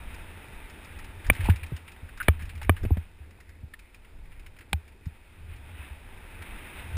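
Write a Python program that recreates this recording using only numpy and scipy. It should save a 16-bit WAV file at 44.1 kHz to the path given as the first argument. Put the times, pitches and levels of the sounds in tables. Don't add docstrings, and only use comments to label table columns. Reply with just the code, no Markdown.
import sys
import numpy as np
from scipy import signal
from scipy.io import wavfile
from scipy.ndimage import uniform_filter1d

SR = 44100
rng = np.random.default_rng(int(sys.argv[2]) if len(sys.argv) > 2 else 0)


def persist_wave(psi):
    counts = np.round(np.clip(psi, -1, 1) * 32767).astype(np.int16)
    wavfile.write(sys.argv[1], SR, np.atleast_2d(counts).T)


def amplitude_ratio(level_db):
    exponent = np.asarray(level_db, float) / 20
    return 10 ** exponent


N = 307377


def unit(x):
    return x / np.sqrt(np.mean(x ** 2))


def band(x, hz, width_hz):
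    return signal.lfilter(*signal.iirpeak(hz, hz / width_hz, fs=SR), x)


def between(x, lo_hz, hi_hz):
    return signal.sosfilt(signal.butter(2, [lo_hz, hi_hz], "bandpass", fs=SR, output="sos"), x)


def duller(x, hz):
    return signal.sosfilt(signal.butter(4, hz, fs=SR, output="sos"), x)


def colour(table, hz):
    table_hz, table_db = np.transpose(table)
    return np.interp(np.log(hz), np.log(table_hz), table_db)


def walk(rate_hz):
    hold = int(SR / rate_hz)
    steps = np.repeat(rng.standard_normal(N // hold + 1), hold)
    slewed = uniform_filter1d(uniform_filter1d(steps, hold), hold)
    return unit(slewed[:N])


def uneven_noise(n, spread_db):
    return rng.standard_normal(n) * amplitude_ratio(spread_db * rng.exponential(size=n))


def fade(t, t60_s):
    return np.exp(-np.log(1000) * t / t60_s)


def burst(t60_s, rise_s, spread_db):
    t = np.arange(SR // 10) / SR
    grains = uneven_noise(len(t), spread_db)
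    return grains * (1 - np.exp(-t / rise_s)) * fade(t, t60_s)


def add(out, s, sound, peak_db):
    i = int(s * SR)
    scaled = amplitude_ratio(peak_db) * sound / np.abs(sound).max()
    out[i:i + len(sound)] += scaled[:N - i]


# frequency in Hz, level in dB per Hz.
WIND_COLOUR = [(65, -31), (110, -14), (161, -3.5), (347, -7), (545, -11.5), (898, -10.5), (1040, -26),
               (1150, -10.5), (2560, -14), (3190, -33.5), (3890, -21), (4160, -39), (5160, -41),
               (5900, -16.5), (7670, -70), (13000, -120)]
# frequency in Hz, level in dB per Hz.
TYRE_COLOUR = [(110, -7), (250, -3), (500, -12.5), (1000, -9.5), (1500, -5.5), (2200, -3), (2600, -5),
               (3100, -12.5), (4000, -30.5), (5900, -32)]
# frequency in Hz, width in Hz, level in dB (not used).
SHELL_MODES = [(898, 50, 0), (2573, 190, 0), (3570, 370, -7), (3700, 170, -9), (4980, 28, -21)]


def roar(wind_db, tyre_db):
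    wind_db = -55.5 + 1.13 * (wind_db + 54.5)
    wind_power = amplitude_ratio(wind_db - 19 + 0.7 * walk(14)) ** 2
    tyre_power = amplitude_ratio(tyre_db - 33 + 1.8 * walk(22)) ** 2
    noises = [rng.standard_normal(N) for _ in range(3)]
    grit = amplitude_ratio(2.0 * rng.exponential(size=N))
    out = 0
    for k, hz in enumerate(110 * 2 ** (np.arange(18) / 3)):
        wind_part = wind_power * amplitude_ratio(colour(WIND_COLOUR, hz)) ** 2
        tyre_part = tyre_power * amplitude_ratio(colour(TYRE_COLOUR, hz)) ** 2
        noise = unit(between(noises[k % 3] * grit, hz / 1.15, hz * 1.138))
        out = out + np.sqrt((wind_part + tyre_part) * hz / 4) * noise
    return out + 0.92 * sum(band(out, hz, width_hz) for hz, width_hz, _ in SHELL_MODES)


# start in seconds, swing in dB, sway in Hz, 60 dB decay in seconds.
JOLTS_OF_MOUNT = [(1.262, -22, 33, 0.19), (2.84, -20, 33, 0.17), (4.722, -23, 58, 0.06),
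                  (1.288, -9.5, 46, 0.11), (1.312, -6, 89, 0.044), (1.393, -17, 90.5, 0.18),
                  (1.435, -15.5, 49.8, 0.21), (1.453, -22, 95.5, 0.18), (1.495, -2, 88, 0.12),
                  (1.545, -21, 79, 0.15), (1.622, -27, 79.7, 0.23), (1.735, -18, 77, 0.096),
                  (2.025, -27.5, 82, 0.15), (2.287, -2, 77.7, 0.11), (2.429, -24, 73, 0.11),
                  (2.631, -25, 45.4, 0.14), (2.660, -22, 54, 0.17), (2.693, -4, 86.5, 0.12),
                  (2.813, -20.5, 44.8, .2), (2.828, -11, 79, 0.061), (2.857, -11.5, 94, 0.076),
                  (2.914, -2, 79, 0.087), (2.975, -15.5, 80, 0.11), (3.203, -31, 73.5, 0.19),
                  (3.628, -29, 74, 0.18), (4.7378, -13.5, 76.7, 0.13), (5.066, -14.5, 84, 0.056),
                  (5.490, -30, 79.4, 0.15), (5.790, -31, 72, 0.21), (5.908, -28, 67.4, 0.16)]


def jolts():
    out, t = np.zeros(N), np.arange(SR // 3) / SR
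    for s, db, hz, t60_s in JOLTS_OF_MOUNT:
        swing = (1 - np.exp(-t / 0.0063)) * fade(t, t60_s) * np.sin(2 * np.pi * hz * t)
        add(out, s, swing, db + 20 * np.log10(np.abs(swing).max()))
    return out


def strike(events, body, bounce_share, push_share):
    favoured_hz, push_hz, blow_at = 2350, 1185, 8
    out = np.zeros(N)
    for s, db, tilt_db, lift_db, t60_s in events:
        blow = burst(t60_s, 0.00021, 2.62)
        blow = bounce_share * blow / np.abs(blow).max()
        blow[blow_at] = 1
        modes = 0
        for k, (hz, width_hz, mode_db) in enumerate(body):
            favour = np.exp(-(np.log2(hz / favoured_hz) / 0.42) ** 2)
            gain_db = mode_db + tilt_db * np.log2(hz / 1500) + lift_db * favour
            ring = band(band(blow, hz, width_hz), hz, 3.54 * width_hz)
            sign = (-1) ** k
            modes = modes + sign * amplitude_ratio(gain_db) * np.sqrt(width_hz) * unit(ring)
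        push = duller(np.arange(len(blow)) == blow_at, push_hz)
        add(out, s, modes / np.abs(modes).max() + push_share * push / push.max(), db)
    return out


# frequency in Hz, width in Hz, level in dB.
HOUSING_MODES = [(170, 101, -1.5), (305, 260, 1.5), (476, 163, -1), (692, 263, -3.5), (1220, 145, -0.5),
                 (1480, 107, -19.5), (1820, 230, -1.5), (2350, 150, 0.5), (2970, 160, -11),
                 (3307, 180, -12.5), (3630, 166, -20.5), (3930, 920, -31.5), (5000, 150, -39.5)]
# start in seconds, peak in dB, tilt in dB per octave, lift of the favoured ring in dB,
# 60 dB decay in seconds.
HARD_CLACKS = [
    (1.2995, -2, 0.5, 10, 0.012),
    (2.2832, -4.5, 1, -3.5, 0.018),
    (2.6943, -3, -1.5, 0.5, 0.011),
]


def clacks():
    return strike(HARD_CLACKS, HOUSING_MODES, bounce_share=0.35, push_share=0.54)


# frequency in Hz, width in Hz, level in dB.
TWIG_MODES = [(180, 64, 1.5), (433, 130, -16.5), (793, 100, 1.5), (1500, 120, -9.5), (1900, 390, -2),
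              (2400, 160, 0), (3180, 730, -4.5), (4120, 850, -13.5), (4760, 880, -13.5)]
# start in seconds, peak in dB, tilt in dB per octave, lift of the favoured ring in dB,
# 60 dB decay in seconds.
TWIG_SNAPS = [
    (4.7302, -12, 0, 0, 0.013),
]


def snaps():
    return strike(TWIG_SNAPS, TWIG_MODES, bounce_share=0.51, push_share=0)


# start in seconds, peak in dB, ring in Hz, hardness as edge in Hz,
# 60 dB decay in seconds.
FRAME_KNOCKS = [
    (1.486, -14, 197, 950, 0.025),
    (1.718, -24.5, 141, 550, 0.032),
    (2.027, -43, 170, 350, .013),
    (2.419, -38, 160, 300, 0.025),
    (2.836, -30, 197, 800, 0.064),
    (2.849, -22, 219, 870, 0.031),
    (2.906, -20.5, 290, 860, 0.02),
    (2.969, -26, 180, 790, 0.023),
    (3.629, -36.5, 143, 283, .021),
    (5.057, -35, 161, 278, 0.069),
]
# start in seconds, peak in dB, 60 dB decay in seconds.
HOLLOW_TAPS = [
    (1.452, -32, .079),
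    (1.640, -46, .034),
    (2.615, -36.5, 0.038),
    (3.215, -55.5, .03),
    (3.386, -52, .026),
]


def thuds():
    out = np.zeros(N)
    contacts = [(s, db, 895, 1020, t60_s, -12) for s, db, t60_s in HOLLOW_TAPS]
    for s, db, hz, edge_hz, t60_s in FRAME_KNOCKS:
        edge_db = -1.5 + 12.5 * np.log2(edge_hz / 895)
        contacts.append((s, db, hz, edge_hz, t60_s, edge_db))
    for s, db, hz, edge_hz, t60_s, edge_db in contacts:
        push = duller(burst(t60_s, 0.00045, 2.0), edge_hz)
        low = band(band(push, hz, 0.37 * hz), hz, 1.5 * hz)
        edge = band(push, 0.32 * edge_hz, 0.78 * edge_hz)
        add(out, s, unit(low) + amplitude_ratio(edge_db) * unit(edge), db)
    return out


def crunch(out, s, peak_db, hz, t60_s, edge_db, rise_s):
    grains = burst(t60_s, rise_s, 1.6)
    add(out, s, band(grains, hz, 300) + 0.55 * between(grains, 1350, 2800), peak_db)
    edge = between(grains, 2100, 8300) + band(grains, 3660, 250) + 0.65 * band(grains, 5040, 264)
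    add(out, s, edge, peak_db + edge_db)


# start in seconds, peak in dB, ring in Hz.
GRIT_HITS = [(0.1422, -38, 2420), (0.697, -41, 1750), (0.846, -41.5, 2500), (0.9881, -38, 1940),
             (1.043, -40.5, 2550), (1.2647, -35, 1820), (1.331, -36, 1310), (1.5586, -35.5, 2410),
             (1.6632, -40, 2460), (1.763, -37.5, 2800), (1.917, -42.5, 2400), (2.173, -38, 1480),
             (2.226, -34, 2120), (2.4217, -40, 2520), (2.453, -42.5, 2500), (2.5524, -40, 2310),
             (2.5765, -45, 2430), (2.6289, -34.5, 2530), (2.8317, -39, 1660), (3.3072, -49.5, 2380),
             (3.4022, -45.5, 1970), (3.491, -44.5, 2100), (3.791, -43.5, 2350), (3.9437, -41, 2400),
             (4.3944, -48, 2350), (4.4618, -41.5, 2400), (4.587, -42.5, 2350), (4.878, -48, 2300),
             (5.056, -46.5, 2260), (5.5608, -49, 2370)]


def grit_ticks():
    out = np.zeros(N)
    for s, db, hz in GRIT_HITS:
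        crunch(out, s, db, hz, t60_s=0.064, edge_db=-2.5, rise_s=0.0008)
    return out


# start in seconds, peak in dB, ring in Hz, 60 dB decay in seconds.
LOOSE_RATTLES = [(0.601, -44.5, 1980, 0.03), (1.2435, -38.5, 1830, .088), (1.3483, -31, 1880, .068),
                 (1.3628, -36, 1810, .039), (1.4064, -29.5, 1940, 0.054), (1.431, -39, 2400, .064),
                 (1.442, -29, 2580, 0.25), (1.457, -27, 2400, .055), (2.2813, -17, 2400, .02),
                 (1.496, -23, 1810, .05), (1.631, -31, 2370, .06), (1.705, -44.5, 1970, .046),
                 (1.8768, -37, 2250, 0.074), (1.9604, -43, 1820, 0.042), (2.0883, -41.5, 1550, 0.047),
                 (2.3919, -39, 1820, 0.38), (2.4918, -37, 2400, .082), (2.6139, -34, 1820, 0.1),
                 (2.6465, -35.5, 2250, .026), (2.7636, -34.5, 1760, 0.14), (2.8509, -33, 2300, 0.031),
                 (2.9687, -37, 1920, 0.05), (3.7368, -33.5, 1820, 0.035), (4.0453, -47.5, 2170, 0.041),
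                 (4.2527, -51, 2020, .061), (4.3161, -48.5, 2160, .15), (4.563, -47.5, 2270, .068),
                 (4.6074, -42, 2170, 0.075), (6.4213, -33, 2100, .032), (6.687, -52, 2640, 0.026)]


def rattles():
    out = np.zeros(N)
    for s, db, hz, t60_s in LOOSE_RATTLES:
        crunch(out, s, db, hz, t60_s, edge_db=-22, rise_s=0.0014)
    return out


# start in seconds, peak in dB, ring in Hz, slips, seconds between slips.
SLIPS = [
    (2.2012, -22.5, 1500, 3, .0066),
]


def chatter():
    out = np.zeros(N)
    for s, db, hz, count, gap_s in SLIPS:
        for k in range(int(count)):
            slip = between(burst(0.018, 0.0014, 1.8), 1170, 2530)
            add(out, s + k * gap_s, band(slip, hz, 260), db)
    return out


# start in seconds, length in seconds, level in dB, ring in Hz.
SOIL_SCUFFS = [(3.217, .06, -63, 1900), (3.303, .06, -67, 2130), (3.413, 0.19, -62, 2030),
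               (3.802, 0.11, -57.5, 2230), (4.017, 0.046, -69, 2100), (4.235, 0.054, -64, 2100),
               (4.305, 0.13, -63, 2230), (4.544, 0.087, -63, 2180), (2.232, 0.043, -62, 2200),
               (6.023, 0.21, -75.5, 2600), (6.409, 0.046, -46.5, 1580)]


def scuffs():
    t, out = np.arange(N) / SR, 0
    grit = uneven_noise(N, 3.9)
    for s, length_s, db, hz in SOIL_SCUFFS:
        swell = np.sin(np.pi * np.clip((t - s) / length_s, 0, 1)) ** 0.5
        out = out + amplitude_ratio(db) * swell * unit(between(grit, hz / 1.18, hz * 1.09))
    return out


def rumble(rough_db):
    sway = band(band(rng.standard_normal(N) * amplitude_ratio(4.0 * walk(5.1)), 78.6, 18), 73, 37)
    buffet = between(rng.standard_normal(N) * amplitude_ratio(3.4 * walk(6)), 9.5, 46)
    buffet_db = -49.5 + (rough_db + 51)
    drone = amplitude_ratio(-66 + 2.0 * walk(9)) * unit(between(rng.standard_normal(N), 150, 480))
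    return drone + amplitude_ratio(rough_db) * unit(sway) + amplitude_ratio(buffet_db) * unit(buffet)


# time in seconds, wind in dB, tyre load in dB, roughness of the track in dB.
RIDE_COURSE = [(0.0, -55.5, -47.5, -46), (1.15, -55.5, -53.5, -47.5), (1.33, -53.5, -46, -44),
               (1.44, -53.5, -38, -47), (1.6, -59.5, -52, -51.5), (2.08, -59, -59, -50.5),
               (2.23, -68, -45.5, -42.5), (2.41, -61.5, -55, -41.5), (2.9, -60, -54, -47.5),
               (3.1, -66, -61.5, -51.5), (3.4, -69.5, -65, -57.5), (4.25, -64.5, -64.5, -51.5),
               (5.2, -66.5, -61, -56), (5.5, -63, -56, -47), (5.85, -59, -48.5, -53),
               (6.12, -58.5, -55.5, -48), (6.33, -56.5, -47, -46.5), (6.97, -52.5, -46, -43)]


def scene():
    s, *columns = np.transpose(RIDE_COURSE)
    wind_db, tyre_db, rough_db = (np.interp(np.arange(N) / SR, s, c) for c in columns)
    mono = roar(wind_db, tyre_db) + jolts() + clacks() + snaps() + thuds()
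    mono = mono + grit_ticks() + rattles() + chatter() + scuffs() + rumble(rough_db)
    return np.array([mono, mono])


def amplifier_noise():
    shared_db, own_db, flicker_db = -68.5, -72, -78.5
    flat, low = rng.standard_normal((2, 2, N))
    hiss = amplitude_ratio(shared_db) * rng.standard_normal(N) + amplitude_ratio(own_db) * flat
    return hiss + amplitude_ratio(flicker_db) * unit(signal.lfilter([1], [1, -0.992], low))


def sample_and_hold(x):
    hold_hz, clock_hz = 12000, 48000
    x = signal.sosfilt(signal.butter(10, 5550, fs=SR, output="sos"), x)
    slow = signal.resample_poly(x, hold_hz // 300, SR // 300, axis=1)
    held = np.repeat(slow, clock_hz // hold_hz, axis=1)
    x = signal.resample_poly(held, SR // 300, clock_hz // 300, axis=1)
    x = np.roll(np.pad(x, ((0, 0), (0, 8)))[:, :N], -8, axis=1)
    return signal.sosfilt(signal.ellip(6, 0.2, 34, 15100, fs=SR, output="sos"), x)


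def roll_off(x):
    return signal.sosfilt(signal.butter(12, 16530, fs=SR, output="sos"), x)


def record(dry):
    mix = sample_and_hold(dry + amplifier_noise())
    return roll_off(mix)


dry = scene()
out = record(dry)
persist_wave(out)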